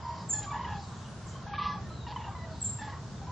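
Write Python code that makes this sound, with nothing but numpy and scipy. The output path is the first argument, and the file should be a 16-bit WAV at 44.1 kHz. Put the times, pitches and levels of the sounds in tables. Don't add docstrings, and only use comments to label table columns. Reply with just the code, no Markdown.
import sys
import numpy as np
from scipy import signal
from scipy.fft import rfft, irfft, next_fast_len
from scipy.io import wavfile
from scipy.ndimage import uniform_filter1d

SR = 44100
rng = np.random.default_rng(int(sys.argv[2]) if len(sys.argv) > 2 else 0)


def to_wav(s):
    ch = np.atleast_2d(s).T
    pcm = np.round(np.clip(ch, -1, 1) * 32767)
    wavfile.write(sys.argv[1], SR, pcm.astype(np.int16))


def linear_from_db(decibels):
    return 10 ** (np.asarray(decibels, float) / 20)


N = 145971


def span(start, length):
    first = max(int(start * SR), 0)
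    at = slice(first, min(first + int(length * SR) + 2000, N))
    return at, np.arange(at.stop - first) / SR


def shape(t, length, attack=0.0033, release=0.023):
    rise = np.clip(t / attack, 0, 1)
    fall = np.clip((length - t) / release + .5, 0, 1)
    return np.sin(np.pi / 2 * rise * fall) ** 2


def walk(rate, size=N):
    hold = max(int(SR / rate), 1)
    steps = np.repeat(rng.standard_normal(size // hold + 1), hold)
    return 1.3 * uniform_filter1d(uniform_filter1d(steps, hold), hold)[:size]


def unit(x):
    return x / np.sqrt(np.mean(x ** 2))


OVERTONES_DB = [0, -18, -14, -24, -28]


def windpipe(hz, over_db, partials_db=OVERTONES_DB):
    size = len(hz)
    jitter, waver_db, roughness = 0.0081, 1.3, 0.419
    phase = 2 * np.pi * np.cumsum(hz * (1 + jitter * walk(120.4, size))) / SR

    def waver():
        return linear_from_db(waver_db * walk(45, size)) * (1 + roughness * walk(175.2, size))

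    tone = np.sin(phase) * waver()
    for k, partial_db in enumerate(partials_db, start=2):
        tone = tone + np.sin(k * phase + k * k) * linear_from_db(over_db + partial_db) * waver()
    return np.sqrt(2) * tone


# (time [s], length [s], pitch [Hz], level [dB], overtones [dB])
BUGLES = [(.415, 0.04, 830, -45, -11), (.52, 0.061, 863.3, -40, -11), (.655, 0.121, 850.9, -45.5, -6.5),
          (1.465, 0.0816, 826.5, -43.5, -8), (1.54, 0.0489, 839.4, -45, -3.5),
          (1.59, 0.1833, 844.7, -45.5, -1.5), (1.535, 0.023, 1185, -35.5, -20),
          (1.58, 0.132, 1174, -35.5, -34.5), (1.71, .08, 1172, -47, -20.5), (1.585, .135, 1013, -47.5, -4),
          (1.82, 0.061, 910, -66, 4.5), (1.90, 0.05, 1300, -53, -36.5), (2.08, 0.051, 843.2, -43.5, -12.5),
          (2.17, .10, 864, -45.5, -15.5), (2.31, 0.024, 1100, -49.5, -13),
          (2.349, 0.0268, 1009, -46.5, -6.5), (2.79, 0.0288, 894.2, -49, -2),
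          (2.815, 0.052, 857.6, -45.5, -4), (2.875, 0.036, 840.3, -46, -7.5),
          (3.27, 0.084, 1000, -48.5, -16), (.003, 0.03, 930, -50, -20), (.045, 0.11, 948.1, -44, -20),
          (.025, .08, 1020, -47, -20), (.17, .08, 945, -53, -21), (.1, .07, 650, -57.5, -20.5)]
# (time [s], length [s], pitch [Hz], level [dB], overtones [dB])
BRASS = [
    (0.331, 0.079, 858, -46.5, -2.5),
]
BRASS_DB = [-0.5, -18, -12, -11, -12]


def bugles():
    out = np.zeros(N)
    for table, partials_db in ((BUGLES, OVERTONES_DB), (BRASS, BRASS_DB)):
        for start, length, hz, db, over_db in table:
            at, t = span(start, length)
            pitch = hz * (1 - 0.01 * (2 * t / length - 1) ** 2)
            out[at] += linear_from_db(db) * shape(t, length) * windpipe(pitch, over_db, partials_db)
    return out


# (time [s], length [s], starting pitch [Hz], level [dB], overtones [dB])
SIGHS = [
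    (0.462, 0.18, 1161, -43.5, -21),
    (.70, 0.11, 832.8, -47, -22.5),
    (1.768, 0.0425, 794, -52.5, -23),
    (2.27, 0.047, 802.1, -49, -11.5),
    (2.385, 0.078, 1010, -49.5, -3.5),
    (2.418, 0.13, 672, -54.5, -21),
]


def sighs():
    out = np.zeros(N)
    for start, length, hz, db, over_db in SIGHS:
        at, t = span(start, length)
        sagging = hz * (1 - 0.44 * t)
        out[at] += linear_from_db(db) * shape(t, length) * windpipe(sagging, over_db)
    return out


CROAK_OVERTONES_DB = [0, -2.5, -16.5, -22, -26]
# (time [s], length [s], pitch [Hz], level [dB], beat rate [1/s])
ROLLS = [(.002, 0.23, 1032, -51, 57), (0.515, .095, 948, -41.5, 61), (0.587, .155, 1011, -46, 47),
         (0.651, 0.12, 1260, -54.5, 48), (0.678, 0.065, 916, -40, 77), (1.254, 0.18, 1056, -56.5, 20),
         (2.069, 0.085, 937, -49, 43), (2.168, 0.1233, 933, -44.5, 53), (2.275, 0.095, 1184, -54.5, 35),
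         (2.477, 0.06, 1504, -57.5, 41), (2.502, 0.07, 1304, -57, 60), (2.47, .12, 930, -56.5, 50),
         (2.802, 0.19, 1927, -58.5, 36), (2.872, 0.11, 1099, -50.5, 31), (3.214, 0.22, 782, -51.5, 35)]


def purrs():
    out = np.zeros(N)
    for start, length, hz, db, rate in ROLLS:
        at, t = span(start, length)
        beat = np.cumsum(rate * (1 + .2 * walk(rate, len(t)))) / SR % 1
        pulse = np.sin(np.pi * beat ** 0.417) ** 0.87
        voice = windpipe(hz * (1 + .09 * (.4 - beat)), -17.5, CROAK_OVERTONES_DB)
        out[at] += linear_from_db(db + 1) * shape(t, length) * pulse * voice
    return out


# (time [s], peak level [dB], pitch [Hz])
CROAKS = [(.441, -42.5, 808), (.508, -35.5, 1151), (.564, -40.5, 976), (.612, -36, 1000), (.647, -32, 966),
          (1.582, -36, 1171), (2.067, -39, 930), (2.125, -40, 941), (2.162, -35.5, 997), (2.204, -43, 1128),
          (2.215, -42, 925), (2.242, -39, 908), (2.788, -47, 899), (2.874, -46.5, 946), (2.925, -47, 954)]


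def croaks():
    out = np.zeros(N)
    decay_s = 0.014
    for start, db, hz in CROAKS:
        at, t = span(start - .002, decay_s)
        beat = np.clip(t / 0.002, 0, 1) * np.exp(-(t / decay_s) ** 2)
        falling = hz * (1 + 0.06 * (.5 - np.tanh(t / decay_s)))
        out[at] += linear_from_db(db - 1) * beat * windpipe(falling, -11.5, CROAK_OVERTONES_DB)
    return out


# (time [s], length [s], centre [Hz], level [dB])
HOARSE = [(.34, 0.02, 4400, -56), (.425, 0.03, 4320, -54.5), (.41, .06, 2600, -56.5),
          (.505, .275, 2320, -59.5), (1.466, 0.07, 2605, -60.5), (1.528, 0.045, 2700, -50),
          (1.572, 0.11, 2990, -47), (1.6, 0.15, 3780, -54.5), (2.065, 0.066, 3400, -55),
          (2.128, 0.17, 2810, -60), (2.787, .165, 3933, -59.5), (2.788, .17, 1490, -56),
          (.5, .27, 1300, -55.5)]


def hoarse_air():
    out = np.zeros(N)
    buzz_hz, buzz_share = 169.26, 0.6
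    for start, length, hz, db in HOARSE:
        at, t = span(start, length)
        size = len(t)
        cycles = np.cumsum(buzz_hz * (1 + .01 * walk(60, size))) / SR
        pulses = unit(np.diff(np.floor(cycles), prepend=0))
        breath = buzz_share * pulses + (1 - buzz_share) * rng.standard_normal(size)
        throat = signal.butter(4, [hz / 1.5, hz * 1.45], "band", fs=SR, output="sos")
        flicker = linear_from_db(db + 1.5 * walk(120, size))
        swell = shape(t, length, .2 * length, .5 * length)
        out[at] += flicker * swell * unit(signal.sosfilt(throat, breath))
    return out


def whistles(table, settle, warble, attack):
    out = np.zeros(N)
    for start, length, from_hz, to_hz, db in table:
        at, t = span(start, length)
        slide = (1 - np.exp(-t / length / settle)) / (1 - np.exp(-1 / settle))
        hz = (from_hz + (to_hz - from_hz) * slide) * (1 + warble * walk(250, len(t)))
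        tone = np.sqrt(2) * np.sin(2 * np.pi * np.cumsum(hz) / SR)
        out[at] += linear_from_db(db) * shape(t, length, attack, 0.0026) * tone
    return out


def echo(x, t60, alike):
    t = np.arange(SR // 2) / SR
    decay = linear_from_db(-60 * t / t60) * np.clip(t / 0.0056, 0, 1)
    mid, side = rng.standard_normal((2, len(t))) * decay
    pair = np.sqrt(1 + alike) * mid + np.sqrt(1 - alike) * side * np.array([[1], [-1]])
    pair = pair / np.sqrt(np.sum(pair ** 2) / 2)
    return signal.fftconvolve(x[None], pair, axes=1)[:, :N]


# (time [s], length [s], from [Hz], to [Hz], level [dB])
CHIRPS = [
    (.285, 0.0496, 7840, 7106, -29.5),
    (.292, 0.0427, 6310, 6860, -35.5),
]
# (time [s], length [s], from [Hz], to [Hz], level [dB])
SLIDES = [
    (2.604, 0.0098, 7900, 7800, -46),
    (2.614, .018, 7800, 7520, -30.5),
    (2.643, .013, 7420, 7300, -26.5),
    (2.659, .021, 7440, 7453, -30),
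    (2.640, 0.035, 6800, 6600, -56.5),
]


def near_songbird():
    chirps = whistles(CHIRPS, settle=0.36, warble=0.0043, attack=0.017)
    slides = whistles(SLIDES, settle=1.3, warble=0.0033, attack=0.004)
    ringing = echo(linear_from_db(1.5) * chirps + linear_from_db(-1) * slides, t60=0.39, alike=0.75)
    near = chirps + slides + ringing
    right = np.roll(near[1], 1)
    return linear_from_db(-3.0) * np.array([near[0], right])


# (time [s], length [s], from [Hz], to [Hz], level [dB])
CHATTER = [
    (0.001, .1, 5250, 4595, -58),
    (.13, 0.083, 5410, 4593, -56),
    (.72, 0.0446, 4150, 4750, -58),
    (.765, .075, 4810, 4400, -56.5),
    (.85, 0.23, 4000, 3353, -63.5),
    (.94, 0.12, 6700, 6280, -63.5),
    (1.255, 0.042, 6950, 6450, -52.5),
    (2.48, 0.2, 4300, 3945, -61),
]
# (time [s], length [s], from [Hz], to [Hz], level [dB])
WHISTLES = [
    (1.30, 0.084, 3114, 3170, -63.5),
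    (1.88, 0.098, 4106, 4000, -59),
    (1.985, 0.0595, 3960, 3630, -54.5),
    (3.14, 0.048, 3763, 3530, -63),
]


def far_songbirds():
    twitters = whistles(CHATTER, settle=1.5, warble=.1, attack=0.013)
    thin = whistles(WHISTLES, settle=1.6, warble=0.024, attack=0.01)
    return echo(twitters + thin, t60=0.24, alike=0.98)


def read(table, hz):
    table = np.array(table)
    return np.interp(np.log(hz + 1), np.log(table[:, 0]), table[:, 1])


# (frequency [Hz], side minus mid [dB])
WIDTH = [(60, -17.5), (100, -21), (180, -16), (310, -12.5), (540, -11), (940, -11), (1630, -7.5),
         (2820, -3), (4890, -2), (8470, -1.5)]


def drifting_noise(spectrum, db, lo, hi, swell):
    hz, out = np.fft.rfftfreq(N, 1 / SR), np.zeros((2, N))
    colour = linear_from_db(read(spectrum, hz)) * (hz >= lo) * (hz < hi)
    mid, side = rfft(rng.standard_normal((2, N))) * colour
    gain = 1 / np.sqrt(np.mean(irfft(mid, N) ** 2))
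    pair = gain * (mid + side * linear_from_db(read(WIDTH, hz)) * np.array([[1], [-1]]))
    for octave in np.arange(4, 14.5, .5):
        if lo / 1.5 < 2 ** octave < hi * 1.5:
            band = np.clip(1 - 2 * np.abs(np.log2(hz + 1) - octave), 0, 1)
            out += irfft(pair * band, N) * linear_from_db(db + 0.38 * swell + 1.21 * walk(5.98))
    return out


# (frequency [Hz], density [dB per Hz])
HUM = [(15, -42.5), (25, -29.5), (75, -0.5), (102, 0), (194, -7), (275, -18), (467, -20), (530, -22.5),
       (700, -17.5), (910, -43), (1540, -120)]
# (time [s], level [dB])
TRAFFIC = [
    (0.0, -44),
    (0.79, -41.5),
    (0.82, -44),
    (1.84, -41.5),
    (3.3, -41.5),
]


def traffic(swell):
    level_db = np.interp(np.arange(N) / SR, *np.array(TRAFFIC).T)
    return drifting_noise(HUM, level_db, 0, 700, swell)


# (frequency [Hz], density [dB per Hz])
AIR = [(700, -4), (1030, -2.5), (1500, -8.5), (2380, -19), (4280, -17.5), (7000, -19.5), (8300, -25.5),
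       (11000, -27.5)]


def open_air(swell):
    return drifting_noise(AIR, -52.5, 700, SR, swell)


def scene():
    flock = bugles() + sighs() + purrs() + croaks() + hoarse_air()
    overhead = flock + linear_from_db(-7.5) * echo(flock, t60=.3, alike=0.84)
    swell = walk(0.928)
    return overhead + near_songbird() + far_songbirds() + traffic(swell) + open_air(swell)


def roll_off(x):
    return signal.sosfilt(signal.butter(12, 10800, fs=SR, output="sos"), x)


def record(dry):
    room = next_fast_len(N)
    hz, lines = np.fft.rfftfreq(room, 1 / SR), rfft(dry, room)

    def part(lo, hi):
        return irfft(lines * (hz >= lo) * (hz < hi), room)[:, :N]

    def level_db(x, size):
        return 10 * np.log10(uniform_filter1d(np.mean(x ** 2, axis=0), size) + 1e-14)

    calls_db = level_db(part(790, 5500), 7000) + 49
    out = part(0, 6200)
    for lo in np.arange(6200, 10800, 160):
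        band = part(lo, lo + 160)
        threshold_db = -79 + 3 * (lo / 1000 - 8) + 1.04 * calls_db + 3.5 * walk(14)
        kept = level_db(band, 2500) > threshold_db
        out = out + band * uniform_filter1d(1. * kept, 700)
    return roll_off(out)


dry = scene()
out = record(dry)
to_wav(out)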